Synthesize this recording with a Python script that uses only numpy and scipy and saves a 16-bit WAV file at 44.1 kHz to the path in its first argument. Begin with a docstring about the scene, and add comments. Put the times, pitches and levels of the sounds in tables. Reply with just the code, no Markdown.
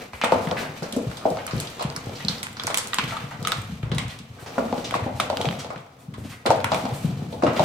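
"""A kitchen with a wood and vinyl floor, where puppies romp with an empty plastic bottle.
The bottle bounces with hollow knocks and pings, claws and buckling plastic click, and paws thud
on the boards. Feet scuff and scrabble over floor and paper pads in bouts.
A fairly live room answers every blow, over a quiet room tone."""
import sys
import numpy as np
from scipy import signal
from scipy.fft import rfft, irfft, next_fast_len
from scipy.io import wavfile
from scipy.ndimage import uniform_filter1d

SR = 44100
rng = np.random.default_rng(int(sys.argv[2]) if len(sys.argv) > 2 else 0)


def dump_mix(stems):
    """Bounce the given channels to the path in sys.argv[1] as a 16-bit WAV at rate SR."""
    frames = np.atleast_2d(stems).T  # one column per channel
    limited = np.clip(frames, -1, 1)  # hard clip at full scale
    pcm = np.round(limited * 32767).astype(np.int16)
    wavfile.write(sys.argv[1], SR, pcm)


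N = 336924
HIT_TIME = np.arange(SR // 10) / SR   # time inside one hit [s]

# bottle bounces: (time [s], level [dB], pitch [Hz], wall [dB], tick offset [dB], reverb send [dB])
KNOCK_HITS = [(0.133, -35.5, 440, -28.5, -13, 0.5), (0.214, -13, 950, -10.5, -18, -9),
              (0.237, -10.5, 654, -10.5, -17, -0.5), (0.321, -8.5, 563, -12.5, -21, 2),
              (0.515, -19.5, 510, -19.5, -16, 1.5), (0.823, -22, 520, -30, -13, 1),
              (0.93, -26.5, 444, -46, -13, 5.5), (0.966, -17.5, 428, -54, -7, 1),
              (1.254, -6.5, 598, -50, -13, -0.5), (1.278, -22, 617, -49, -13, 1),
              (1.31, -26, 643, -43, -13, 2), (1.371, -28, 614, -23.5, -11, -3.5),
              (1.794, -52, 940, -27.5, -13, 9.5), (1.808, -29.5, 560, -29, -5.5, 7.5),
              (2.094, -23, 587, -32.5, -10, -8), (2.676, -19, 850, -42, -13, -0.5),
              (2.7, -23.5, 540, -29, -10, 0), (2.985, -28, 720, -18, -31, -10),
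              (4.581, -13.5, 520, -18, -31, 1.5), (4.726, -12.5, 620, -22.5, -15, -2),
              (4.778, -25, 467, -29.5, -7, 0), (4.924, -22, 656, -44, -13, 1),
              (4.951, -23.5, 520, -24.5, -11, 6.5), (5.064, -23, 680, -75, -9, 7),
              (5.2, -23, 610, -35, -15, 8.5), (5.3, -13, 635, -22, -6, -3),
              (5.329, -15.5, 647, -36, -8.5, -1.5), (5.403, -16.5, 583, -36, -13, -12),
              (5.445, -17.5, 615, -50, -13, 3), (5.646, -27, 630, -33, -7, 1),
              (5.703, -31.5, 550, -28, -16, 6), (6.455, -23, 500, -25, -26, 9),
              (6.462, -14.5, 560, -21, -2.5, 2.5), (6.488, -27, 720, -43, -14, -9),
              (6.504, -4.5, 623, -12.5, -12, -1), (6.718, -16.5, 664, -18.5, -9, 4.5),
              (6.735, -13.5, 630, -16, -15, -9), (6.853, -18, 690, -24.5, -9, 1),
              (7.325, -30, 644, -53, 7.5, 8.5), (7.4225, -22, 750, -26, -18, 9.5),
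              (7.435, -11, 493, -20, -11.5, 3.5), (7.466, -16.5, 554, -16.5, -24, 1),
              (7.566, -21, 480, -39, -11, 4.5), (7.594, -9.5, 696, -25, -0.5, 1.5)]
# ringing notes of the bottle, and one short squeak of a skidding paw at 2.28 s: (time [s], level [dB], pitch
# [Hz], t60 [s])
PING_HITS = [(0.2374, -18, 1270, 0.033), (0.322, -18.5, 519, 0.13), (0.323, -9.5, 889, 0.045),
             (0.515, -21, 512, 0.072), (0.964, -17.5, 248, 0.085), (0.966, -22.5, 466, 0.15),
             (1.255, -14, 637, 0.13), (2.2832, -11.5, 4180, 0.02), (2.595, -32, 1220, .03),
             (2.677, -36, 980, .04), (2.7434, -28, 2050, .015), (2.7737, -20, 3150, 0.013),
             (2.9325, -25, 1190, 0.037), (2.9327, -19.5, 3750, 0.014), (2.933, -21, 1930, .025),
             (2.985, -33, 1030, 0.034), (2.9852, -28, 2010, .025), (3.168, -20, 1240, 0.016),
             (3.45, -17.5, 1280, .025), (3.4719, -13.5, 1246, 0.023), (3.5189, -16, 1310, 0.036),
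             (3.5191, -13.5, 3680, 0.016), (4.58, -13.5, 259, 0.06), (4.581, -14, 560, 0.056),
             (4.5815, -21, 1400, 0.075), (4.727, -22, 830, 0.043), (4.9406, -15, 1130, 0.033),
             (5.1991, -9, 1265, 0.011), (5.2995, -19, 1020, 0.02), (5.301, -22, 609, 0.11),
             (5.33, -31, 910, .05), (5.405, -23.5, 870, 0.057), (5.446, -19.5, 742, 0.044),
             (5.4876, -19.5, 3200, 0.011), (6.505, -10, 866, 0.055), (6.511, -16.5, 526, .12),
             (6.6433, -14.5, 1370, 0.022), (6.644, -15.5, 944, 0.022), (6.719, -21, 636, 0.19),
             (6.736, -33, 785, 0.23), (6.854, -30, 780, 0.17), (7.445, -24, 620, 0.18),
             (7.468, -30, 600, 0.091), (7.466, -23.5, 1270, 0.17), (7.594, -11.5, 635, 0.11)]
# claws and buckling plastic: (time [s], level [dB], ring [Hz], body [dB], edge [dB], reverb send [dB])
CLICK_HITS = [(0.2432, -20, 2550, -17, -18.5, 6.5), (0.3198, -23, 3000, -34, -33, -5),
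              (0.4716, -40, 2800, -21, -36, 7), (0.512, -16, 3600, -28, -48, -17),
              (0.828, -37, 4760, -38, -44, 18), (0.9242, -25, 3300, -53, -21.5, 4),
              (0.963, -46, 4500, -46, -31.5, 16), (1.113, -36, 4300, -33.5, -42, 9.5),
              (1.1697, -33, 3870, -42, -36.5, 12.5), (1.302, -29, 3900, -54, -27, 2),
              (1.466, -30, 4750, -26, -17, -1), (1.4764, -33, 3530, -25, -51, 9.5),
              (1.51, -27, 4710, -24, -58, 7), (1.533, -41, 4300, -37, -50, -9),
              (1.579, -27, 4600, -44, -48, -4), (1.6002, -27, 3500, -38, -15.5, 4.5),
              (1.6065, -36, 4500, -38, -21, 1), (1.671, -27, 3900, -48, -83, 9),
              (1.8242, -25, 3100, -26.5, -22.5, 6), (1.9624, -17.5, 4800, -22, -22, 2.5),
              (1.9005, -23, 4700, -31, -59, -17), (2.2486, -20.5, 4330, -47, -58, -7),
              (2.2835, -10.5, 4160, -26, -41, 5), (2.4296, -23, 2600, -24.5, -15.5, 5),
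              (2.4675, -26, 2800, -22, -29, -6), (2.5686, -27.5, 4540, -31, -60, 7.5),
              (2.597, -19.5, 3950, -22.5, -46, 5), (2.6352, -22, 4930, -25, -23, -2),
              (2.6685, -17.5, 4600, -18, -14.5, 4), (2.6775, -27, 4200, -20, -30, 5),
              (2.7025, -31, 4000, -25, -33, 12), (2.7432, -12.5, 2700, -15.5, -10, 1.5),
              (2.7732, -22, 3150, -18.5, -4, 1.5), (2.7815, -27, 4070, -28.5, -19, 15.5),
              (2.9323, -16, 2740, -23, -35, 4.5), (2.943, -21, 3300, -17, -11, 0.5),
              (2.9846, -11.5, 2660, -15, -30, 4.5), (2.9945, -25, 2600, -16, -30, -3),
              (3.0385, -20, 3100, -27, -48, -3), (3.078, -26, 3200, -34, -35, 2),
              (3.108, -25, 2800, -26, -47, -2), (3.1677, -28.5, 2550, -31, -43, 9),
              (3.427, -28, 4200, -43, -33, 6), (3.4493, -17, 3270, -27, -45, 4.5),
              (3.4717, -18, 3240, -16, -14.5, 5), (3.482, -29, 3400, -27, -20, -6),
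              (3.5189, -14, 3800, -15, -19, 2), (3.829, -37, 2720, -31, -46, 10.5),
              (3.9161, -25, 3600, -24.5, -42, 9.5), (3.947, -32, 3800, -42, -32, 9),
              (3.982, -17, 2660, -21.5, -22.5, 6.5), (3.9915, -29, 2800, -41, -33, -1),
              (4.1886, -30, 3500, -50, -36.5, 7.5), (4.9084, -28, 3500, -21.5, -28, 5.5),
              (4.9403, -32, 3300, -18.5, -27, 10), (4.9595, -40, 3000, -48, -35, 9),
              (5.2003, -13.5, 3300, -17, -17, 5), (5.2072, -20, 2850, -23, -42, -8),
              (5.3704, -17.5, 3500, -23, -24, -4), (5.4131, -18.5, 3400, -23, -26, 4),
              (5.454, -16.5, 2940, -29, -45, 2), (5.4875, -22, 3430, -19, -40, -10),
              (5.509, -30, 2800, -26, -52, 2), (5.527, -37, 2900, -27.5, -52, -6),
              (5.7595, -41, 2600, -30, -58, 0), (5.778, -37, 2600, -42, -45, 6),
              (6.1387, -44, 3800, -39.5, -46.5, 15), (6.4605, -29, 3800, -19, -24, 13),
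              (6.5039, -14.5, 4330, -33, -28, -1), (6.512, -36, 4200, -28, -25, 1),
              (6.5185, -26, 4400, -27, -30, 4), (6.6433, -18.5, 2590, -14, -19, 4),
              (6.7448, -18.5, 2880, -21, -21, 4)]
# resonances of the bottle's thin wall: (frequency [Hz], width [Hz], boost [dB])
WALL_MODES = [(1270, 490, -2.5), (1820, 1540, -11), (2110, 660, 9.5), (3500, 880, 4), (8130, 2700, 9),
              (13500, 1300, 4)]
# the clicks move with the puppies: (time [s], left channel lag [ms])
CLICK_LAG = [(0.0, 0.063), (1.25, -0.1), (1.45, 0.22), (2.42, 0.24), (2.78, 0.17), (2.95, 0.08),
             (3.5, 0.02), (5.4, 0.043), (6.55, -0.053), (7.6, -0.11)]
# paw landings: (time [s], level [dB], floor pitch [Hz], slap offset [dB])
PAW_HITS = [(0.135, -35, 75, -18), (0.236, -27, 206, -20), (0.325, -19, 222, -20), (0.47, -16, 180, -23),
            (0.62, -27, 170, -17), (0.69, -28.5, 148, -17), (0.755, -42, 160, -20), (0.82, -23, 198, -19),
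            (0.964, -15.5, 248, 0), (1.066, -18, 139, -15), (1.31, -25, 157, -28), (1.385, -53, 150, -20),
            (1.533, -16.5, 134, -11), (1.552, -18.5, 179, -19), (1.573, -20, 109, -4),
            (1.847, -15.5, 154, -8), (1.965, -29.5, 171, -7), (2.068, -20.5, 124, -7.5),
            (2.246, -19, 184, -12), (2.295, -20.5, 158, -18), (2.43, -41, 141, -19), (2.5, -41, 150, -22),
            (2.645, -24, 139, -3.5), (2.858, -34.5, 203, -24), (2.985, -23.5, 206, -2),
            (3.032, -23, 146, -9), (3.072, -27.5, 173, -23), (3.105, -25.5, 124, -11),
            (3.18, -35, 121, -18), (3.238, -23, 133, -14), (3.345, -30.5, 129, -26),
            (3.39, -26.5, 131, -24), (3.42, -22, 167, -12), (3.485, -32, 173, -24), (3.555, -26, 145, -19),
            (3.582, -20.5, 121, -21), (3.694, -25, 190, -19), (3.722, -25, 142, -26),
            (3.797, -32, 138, -28), (3.832, -16.5, 112, -19), (3.9, -24, 121, -21),
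            (3.917, -16.5, 171, -5.5), (3.935, -18.5, 167, -28), (3.952, -15, 135, -23),
            (4.02, -27.5, 220, -22), (4.05, -21, 118, -32), (4.2, -31, 160, -26), (4.3, -31, 108, -30),
            (4.425, -31, 111, -11), (4.579, -15.5, 282, -8), (4.655, -24, 252, -15), (4.724, -23, 273, -28),
            (4.775, -26, 274, -20), (4.83, -27, 237, -3), (4.91, -38, 150, -23), (4.945, -30, 150, -15),
            (5.02, -20, 103, -16), (5.06, -19.5, 233, -5), (5.14, -26.5, 109, -22), (5.22, -29, 119, -27),
            (5.39, -28, 202, -13), (5.467, -15, 146, -22), (5.495, -22, 187, -16), (5.675, -42, 130, -22),
            (5.759, -27.5, 150, -12), (6.083, -23, 156, -24), (6.181, -24.5, 104, -12),
            (6.25, -23.5, 238, -11), (6.3, -33, 122, -24), (6.49, -18.5, 109, -25), (6.56, -26, 115, -22),
            (6.645, -27, 113, -12), (6.723, -22.5, 172, -27), (6.835, -17.5, 223, -12),
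            (6.92, -18, 122, -12), (7.044, -9, 154, -21), (7.125, -27, 121, -21), (7.17, -24.5, 128, -22),
            (7.219, -21, 186, -4.5), (7.275, -23.5, 173, -23), (7.432, -8, 300, -17),
            (7.479, -17, 140, -12), (7.599, -12, 139, -13)]
# how far the joists give where the puppies are: (time [s], level against the boards [dB])
JOIST_GIVE = [(0.0, -29), (1.5, -11.5), (2.7, -25), (4.0, -10), (4.9, -47), (7.64, -34)]
# feet sliding on floor and pads: (time [s], level [dB], pitch [Hz], width [octaves])
FOOT_SLIDES = [(0.004, -26, 1890, 0.85), (0.13, -25, 2110, 0.64), (0.2135, -10, 2200, 0.89),
               (0.5667, -11.5, 1820, 1), (0.63, -19, 1270, 1.9), (1.21, -28, 1230, 0.47),
               (1.384, -22, 1220, 2), (1.55, -32, 1490, 2.7), (2.153, -22.5, 3840, 1.1),
               (2.2, -20.5, 1720, 1.9), (3.009, -20, 1380, 1.8), (3.12, -14, 1010, 1),
               (3.201, -24, 1900, 1.5), (3.31, -18, 1100, 1.74), (4.093, -20.5, 2450, 1.6),
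               (4.385, -28, 1380, 0.57), (4.459, -22.5, 1310, 2.1), (4.461, -27.5, 5170, 0.6),
               (4.843, -14.5, 3630, 1.26), (5.589, -18.5, 1600, 3.9), (5.757, -31, 1470, 2.6),
               (6.315, -27.5, 1600, 1.2), (7.464, -12, 1510, 1.55), (7.562, -13, 1820, 1.9)]
# a paper pad is dragged or trodden on: (time [s], swish [dB], fine hiss [dB])
PAD_DRAGS = [(0.13, -49, -52.5), (0.41, -44, -50), (0.57, -35, -44), (1.09, -48, -53), (1.27, -60, -53),
             (1.56, -62, -58), (2.3, -40.5, -50), (3.075, -35.5, -48), (3.5, -37, -58), (4.09, -45.5, -53),
             (4.39, -49.5, -51), (4.46, -63, -68), (4.61, -60, -56), (4.75, -42.5, -51), (5.15, -44, -52),
             (5.985, -59, -58.5), (6.17, -54, -55.5), (6.235, -47, -57), (6.29, -46, -51.5),
             (6.75, -50, -48), (6.931, -47, -44), (7.02, -47, -52), (7.3, -59, -56), (7.545, -48, -62)]
# fader ride of the soft steps, in bouts: (time [s], level [dB])
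STEP_FADER = [(0.0, -41), (0.2, -63), (0.32, -38.5), (0.78, -47.5), (1.3, -45), (1.75, -54), (2.05, -43),
              (2.9, -49.5), (3.05, -43), (3.95, -51), (4.53, -48.5), (4.66, -39), (5.55, -41),
              (5.95, -58.5), (6.22, -39), (6.42, -57), (6.62, -38), (7.39, -36), (7.64, -41)]
# fader rides between the hits: (time [s], scrabbling [dB], paper rustle [dB])
BUSTLE_FADERS = [(0.0, -30, -39), (0.12, -52, -56), (0.38, -34, -42), (0.62, -31, -72), (0.78, -42, -41.5),
                 (1.2, -39, -48.5), (1.62, -40, -39.5), (1.92, -40, -50), (2.2, -41, -40.5),
                 (2.4, -42.5, -45), (2.53, -46, -50), (2.8, -38.5, -46), (3.3, -44.5, -45.5),
                 (3.5, -32.5, -54), (3.6, -46.5, -46), (3.78, -51, -47.5), (4.0, -37.5, -72),
                 (4.29, -53.5, -55.5), (4.55, -35, -46.5), (4.9, -39, -45), (5.1, -59, -48.5),
                 (5.45, -35, -44.5), (5.92, -50, -75), (6.42, -55, -58), (6.75, -33, -44), (7.05, -39, -44),
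                 (7.39, -42.5, -52.5), (7.5, -36.5, -50), (7.64, -21, -34)]
# tone of the soft steps: (frequency [Hz], level [dB])
STEP_EQ = [(30, -47), (60, -13), (95, 5.5), (150, -6), (260, -3), (400, -12.5), (800, -69)]
# tone of scrabbling claws: (frequency [Hz], level [dB])
SCRABBLE_EQ = [(250, -6.5), (450, 2.5), (700, 3.5), (1200, -4.5), (2000, -14.5), (3600, -13.5),
               (6000, -18.5), (10000, -27)]
# tone of crumpling paper: (frequency [Hz], level [dB])
RUSTLE_EQ = [(2500, -1.5), (4500, -6), (6300, -8.5), (8200, -11.5), (10500, -16), (14500, -12),
             (17000, -64)]
# tone of sliding paper: (frequency [Hz], level [dB])
SWISH_EQ = [(2500, 3.5), (4500, 0), (6300, -4.5), (8200, -12), (10500, -24), (14800, -38), (17000, -45)]
# fine hiss on top of a sliding pad: (frequency [Hz], level [dB])
HISS_EQ = [(4000, -16), (8300, 3), (10500, -3), (14500, -5), (17000, -30)]
# the kitchen's steady background: (frequency [Hz], level [dB])
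ROOM_TONE_EQ = [(25, -19), (60, 11.5), (140, 31), (300, -6), (650, 8.5), (1200, 5), (2500, 0), (5500, -6),
                (10000, -13.5), (16000, -16)]
# reverb decay by band: (frequency [Hz], t60 [s])
REVERB_DECAY = [(90, 0.46), (260, 0.42), (700, 0.55), (2000, 0.65), (5000, 0.31), (9000, 0.29),
                (15000, 0.024)]
# floor and room resonances and the dips between them: (frequency [Hz], width [Hz], boost [dB])
REVERB_MODES = [(146, 12, 4), (244, 69, 8), (414, 31, -3.5), (507, 100, 4), (635, 81, 3), (820, 61, 3),
                (1600, 300, -1.5)]
# stereo lean by pitch: (frequency [Hz], left minus right [dB])
STEREO_LEAN = [(100, 1.3), (250, 1.8), (500, 3), (1000, 1.5), (2000, 0.5), (4000, -2), (8000, -0.5),
               (13000, 4)]


def bottle_knocks(spots, hollow_db=-1.0, wall_db=-5.0):
    """The bottle bounces: its air and shell ring hollow, the floor booms, its thin wall ticks."""
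    out = np.zeros((2, N))
    for k, (s, db, hz, wall, tick, send_db) in enumerate(KNOCK_HITS):
        touch = resonate(contact(smear_s=0.002105), WALL_MODES)
        boom_db = -15.5 - 21 * np.log2(hz / 560)   # lower knocks shake the floor more
        shell = at_level(band(touch, hz=1050, octaves=0.84), wall + wall_db)
        top = at_level(band(touch, hz=3600, octaves=0.81), wall + tick)
        hollow = at_peak(band(HIT_TIME == 0, hz, octaves=0.83, order=3), db + hollow_db)
        boom = at_level(band(HIT_TIME == 0, hz=257.6, octaves=0.99, order=3), db + boom_db)
        add(out, s, in_room(shell + top + hollow + boom, spots[k % len(spots)], send_db, pan_db=-1.0))
    return out


def bottle_pings(spots, trim_db=-2.0, rise_cycles=1.26):
    """A knock or a popping dent rings one note of the bottle; where it is struck decides which. A skidding paw
    squeaks once in the same way."""
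    out, t = np.zeros((2, N)), np.arange(SR // 4) / SR
    for k, (s, db, hz, t60) in enumerate(PING_HITS):
        attack = 1 - np.exp(-hz * t / rise_cycles)
        ring = np.sin(2 * np.pi * hz * t) * attack * np.exp(-np.log(1000) * t / t60)
        add(out, s, in_room(at_peak(ring, db + trim_db), spots[k % len(spots)], wet_db=-9.5))
    return out


def clicks(spots, body_db=-5.5, edge_db=-10.0, wet_db=-5.5):
    """A claw tip or a buckling wall snaps: a broad crack, a lower body note and a bright edge."""
    out = np.zeros((2, N))
    for k, (s, db, hz, body, edge, send_db) in enumerate(CLICK_HITS):
        snap = resonate(contact(smear_s=0.0024), WALL_MODES)
        octaves = 0.96 * (3300 / hz) ** 1.57   # higher clicks ring narrower
        click = at_peak(band(snap, hz, octaves), db)
        # neighbouring modes swing in opposition
        click -= at_level(band(snap, hz=1273, octaves=0.86), body + body_db)
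        click -= at_level(band(snap, hz=7500, octaves=2.0), edge + edge_db)
        lag_ms = np.interp(s, *np.transpose(CLICK_LAG))
        add(out, s, from_side(dented(click), lag_ms, pan_db=-2.0))
        reverb = signal.fftconvolve(click, spots[k % len(spots)], axes=1)
        add(out, s, from_db(wet_db + send_db) * reverb)
    return out


def dented(x, count=9, low_hz=1500, high_hz=14000):
    """At every snap the crushed wall beams a new set of notes at the listener, at the same energy."""
    place, depth = rng.random((2, count))
    hz = low_hz * (high_hz / low_hz) ** ((np.arange(count) + place) / count)
    width_hz = 300 * np.sqrt(hz / low_hz)
    peak_or_dip = (-1) ** (np.arange(count) + rng.integers(2))
    boost_db = 7.5 * (.5 + depth) * peak_or_dip
    return x.std() * rms_one(resonate(x, zip(hz, width_hz, boost_db)))


def contact(smear_s, own_share=0.17):
    """One sharp touch; bending waves smear it briefly, a little differently toward each channel."""
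    hz = np.fft.rfftfreq(len(HIT_TIME), 1 / SR)
    shared, *sides = rng.random((3, 64)) ** 2   # most of the energy leaves at once
    grid_hz = np.linspace(0, SR / 2, len(shared))
    delay_s = [np.interp(hz, grid_hz, smear_s * (shared + own_share * own)) for own in sides]
    phase = 2 * np.pi * np.cumsum(delay_s, axis=1) * hz[1]
    return irfft(np.exp(-1j * phase), len(HIT_TIME))


def paw_thuds(spots, press_s=0.0055, trim_db=-1.5, slap_db=1.0):
    """A soft paw sets the boards swinging over the slower joists; a firm landing also slaps."""
    out = np.zeros((2, N))
    press = HIT_TIME * np.exp(-2 * np.pi * HIT_TIME / press_s)
    for k, (s, db, hz, slap) in enumerate(PAW_HITS):
        boards = at_peak(band(press, hz, octaves=0.65), 0)
        smack = at_level(band(press, hz=510, octaves=1.4, order=3), slap + slap_db)
        joists = at_peak(band(press, hz=75, octaves=0.38), np.interp(s, *np.transpose(JOIST_GIVE)))
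        thud = in_room(boards + smack + joists, spots[k % len(spots)], wet_db=-2.5)
        add(out, s, at_peak(thud, db + trim_db))
    return out


def foot_scuffs(spots, trim_db=-10.0, attack_s=0.00083, decay_s=0.027):
    """A foot catches and slides to rest in a short gritty hiss."""
    out, t = np.zeros((2, N)), np.arange(SR // 4) / SR
    speed = (1 - np.exp(-t / attack_s)) * np.exp(-t / decay_s)
    for k, (s, db, hz, octaves) in enumerate(FOOT_SLIDES):
        slide = band(rng.laplace(size=len(t)) * speed, hz, octaves)
        add(out, s, in_room(at_peak(slide, db + trim_db), spots[k % len(spots)], wet_db=0.0))
    return out


def bustle(spots, steps_db=0.5, scrabble_db=-3.0, skitter_db=-27, crackle_db=-37.5):
    """Soft steps, scrabbling claws and crumpling paper lay a grainy bed between the hits."""
    step_gain, = faders(STEP_FADER)
    scrabble_gain, rustle_gain = faders(BUSTLE_FADERS)
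    skitter = from_db(skitter_db) * swells(KNOCK_HITS, rise_s=0.0076)   # the bottle skids on
    crackle = from_db(crackle_db) * swells(CLICK_HITS, rise_s=0.033)   # a fine tail on each click
    paws = grains(per_s=200, spread_db=2.0, eq=STEP_EQ, echoes=spots[0], wet_db=8.0)
    claws = grains(per_s=220, spread_db=3.5, eq=SCRABBLE_EQ, echoes=spots[1], wet_db=3.0)
    crumple = grains(per_s=600, spread_db=3.5, eq=RUSTLE_EQ, echoes=spots[2], wet_db=5.0)
    steps = from_db(steps_db) * step_gain * paws
    scrabble = (from_db(scrabble_db) * scrabble_gain + skitter) * claws
    return steps + scrabble + (rustle_gain + crackle) * crumple


def grains(per_s, spread_db, eq, echoes, wet_db):
    """Countless small touches of uneven size, heard in the room; rms 1."""
    sizes = from_db(spread_db * np.minimum(rng.exponential(1, N), 3)) * rng.choice([-1, 1], N)
    touches = sizes * (rng.random(N) < per_s / SR)
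    return coloured(in_room(touches, echoes, wet_db)[:, :N], eq)


def paper_swishes(swish_db=-0.5, rise_s=0.028):
    """A paper pad slides over the floor: a gritty swish with fine hiss on top."""
    swish_gain = from_db(swish_db) * swells(PAD_DRAGS, rise_s)
    hiss_gain = swells([(s, db) for s, _, db in PAD_DRAGS], rise_s)
    swish = coloured(diffuse(N) + rng.laplace(size=N), SWISH_EQ)
    return swish_gain * swish + hiss_gain * coloured(diffuse(N), HISS_EQ)


def room_echoes(length_s=0.7, early_s=0.0086, onset_s=0.00029, lumpy_db=4.0):
    """The room's answer from one spot: lumpy early reflections, then a tail that dies band by band."""
    t = np.arange(int(length_s * SR)) / SR
    spectrum, hz = rfft(diffuse(len(t))), np.fft.rfftfreq(len(t), 1 / SR)
    centres, tail = np.array(REVERB_DECAY)[:, 0], 0
    for share, (_, t60) in zip(np.eye(len(centres)), REVERB_DECAY):
        part = irfft(spectrum * at_hz(np.c_[centres, share], hz), len(t))
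        tail = tail + part * np.exp(-np.log(1000) * t / t60)
    lumps = from_db(lumpy_db * rms_one(uniform_filter1d(rng.standard_normal(len(t)), size=30)))
    early = 1 + lumps * np.exp(-t / early_s)
    fade_in = 1 - np.exp(-(t / onset_s) ** 2)
    return resonate(rms_one(tail * early * fade_in) / np.sqrt(len(t)), REVERB_MODES)


def room_tone(level_db=-53.5):
    """A quiet, bass-heavy wash from all around."""
    return from_db(level_db) * coloured(diffuse(N), ROOM_TONE_EQ)


def in_room(sound, echoes, wet_db, pan_db=0.0):
    """A hit arrives directly and by way of the room; positive pan leans the direct sound left."""
    path = from_db(wet_db) * echoes
    path[:, 0] += from_db([pan_db / 2, -pan_db / 2])
    return signal.fftconvolve(np.atleast_2d(sound), path, axes=1)


def from_side(sound, lag_ms, pan_db):
    """Place the direct sound by a time and a level offset between the channels."""
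    lag = round(lag_ms * SR / 1000)
    padding = max(lag, 0), max(-lag, 0)
    left, right = np.pad(sound[0], padding), np.pad(sound[1], padding[::-1])
    return np.array([left, right]) * from_db([[pan_db / 2], [-pan_db / 2]])


def diffuse(size, wide_above_hz=720):
    """Noise from all around: mono in the bass, wide in the treble."""
    mid, side = rng.standard_normal((2, size))
    side = signal.sosfilt(signal.butter(2, wide_above_hz, "high", fs=SR, output="sos"), side)
    return np.array([mid + side, mid - side]) / np.sqrt(2)


def band(x, hz, octaves, order=2):
    """A broad, quickly dying resonance."""
    high = min(hz * 2 ** (octaves / 2), .45 * SR)
    low = min(hz / 2 ** (octaves / 2), .9 * high)
    return signal.sosfilt(signal.butter(order, [low, high], "band", fs=SR, output="sos"), x + 1e-18)


def resonate(x, modes):
    """Boost or cut each band in turn."""
    for hz, width_hz, boost_db in modes:
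        x = x + (from_db(boost_db) - 1) * signal.lfilter(*signal.iirpeak(hz, hz / width_hz, SR), x)
    return x


def coloured(x, eq):
    """Shape a steady sound with an EQ curve; rms 1."""
    size = next_fast_len(N)
    gain = from_db(at_hz(eq, np.fft.rfftfreq(size, 1 / SR)))
    return rms_one(irfft(rfft(x, size) * gain, size)[..., :N])


def swells(events, rise_s):
    """An envelope that rises to each event's level and dies away more slowly."""
    out, age = np.zeros((1, N)), np.arange(SR)[None] / SR / rise_s
    shape = age * np.exp(1 - age)
    for s, db, *_ in events:
        add(out, s, from_db(db) * shape)
    return out


def faders(curve):
    """Each dB column of a fader ride as a gain per sample."""
    s, *columns = np.transpose(curve)
    return [from_db(np.interp(np.arange(N) / SR, s, db)) for db in columns]


def at_hz(points, hz):
    """Read a table along log frequency."""
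    known, value = np.transpose(points)
    return np.interp(np.log(np.maximum(hz, 1)), np.log(known), value)


def at_peak(x, db):
    """Scale so that the highest sample is at db."""
    return from_db(db) * x / np.abs(x).max()


def at_level(x, db):
    """Scale so that the loudest 3 ms are at db."""
    return from_db(db) * x / np.sqrt(uniform_filter1d(x ** 2, size=132).max())


def rms_one(x):
    """Scale to unit rms."""
    return x / np.sqrt(np.mean(x ** 2) + 1e-20)


def from_db(db):
    """Decibels to gain."""
    return 10 ** (np.asarray(db) / 20)


def add(out, s, sound):
    """Mix a sound in at time s."""
    start = max(int(s * SR), 0)
    out[:, start:start + sound.shape[1]] += sound[:, :N - start]


def scene():
    """The full mix; the puppies move about, so the hits cycle through nine spots in the room."""
    spots = [room_echoes() for _ in range(9)]
    air = room_tone()
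    bottle = bottle_knocks(spots) + clicks(spots) + bottle_pings(spots)
    return bottle + paw_thuds(spots) + foot_scuffs(spots) + bustle(spots) + paper_swishes() + air


def record(dry, cutoff_hz=16000):
    """Colour each channel a little differently, clip at full scale and cut the extreme top."""
    size = next_fast_len(N)
    lean_db = at_hz(STEREO_LEAN, np.fft.rfftfreq(size, 1 / SR))
    leaning = irfft(rfft(dry, size) * from_db([lean_db / 2, -lean_db / 2]), size)[:, :N]
    high_cut = signal.ellip(10, .2, 80, cutoff_hz, fs=SR, output="sos")
    return signal.sosfilt(high_cut, np.clip(leaning, -1, 1))


dry = scene()
out = record(dry)
dump_mix(out)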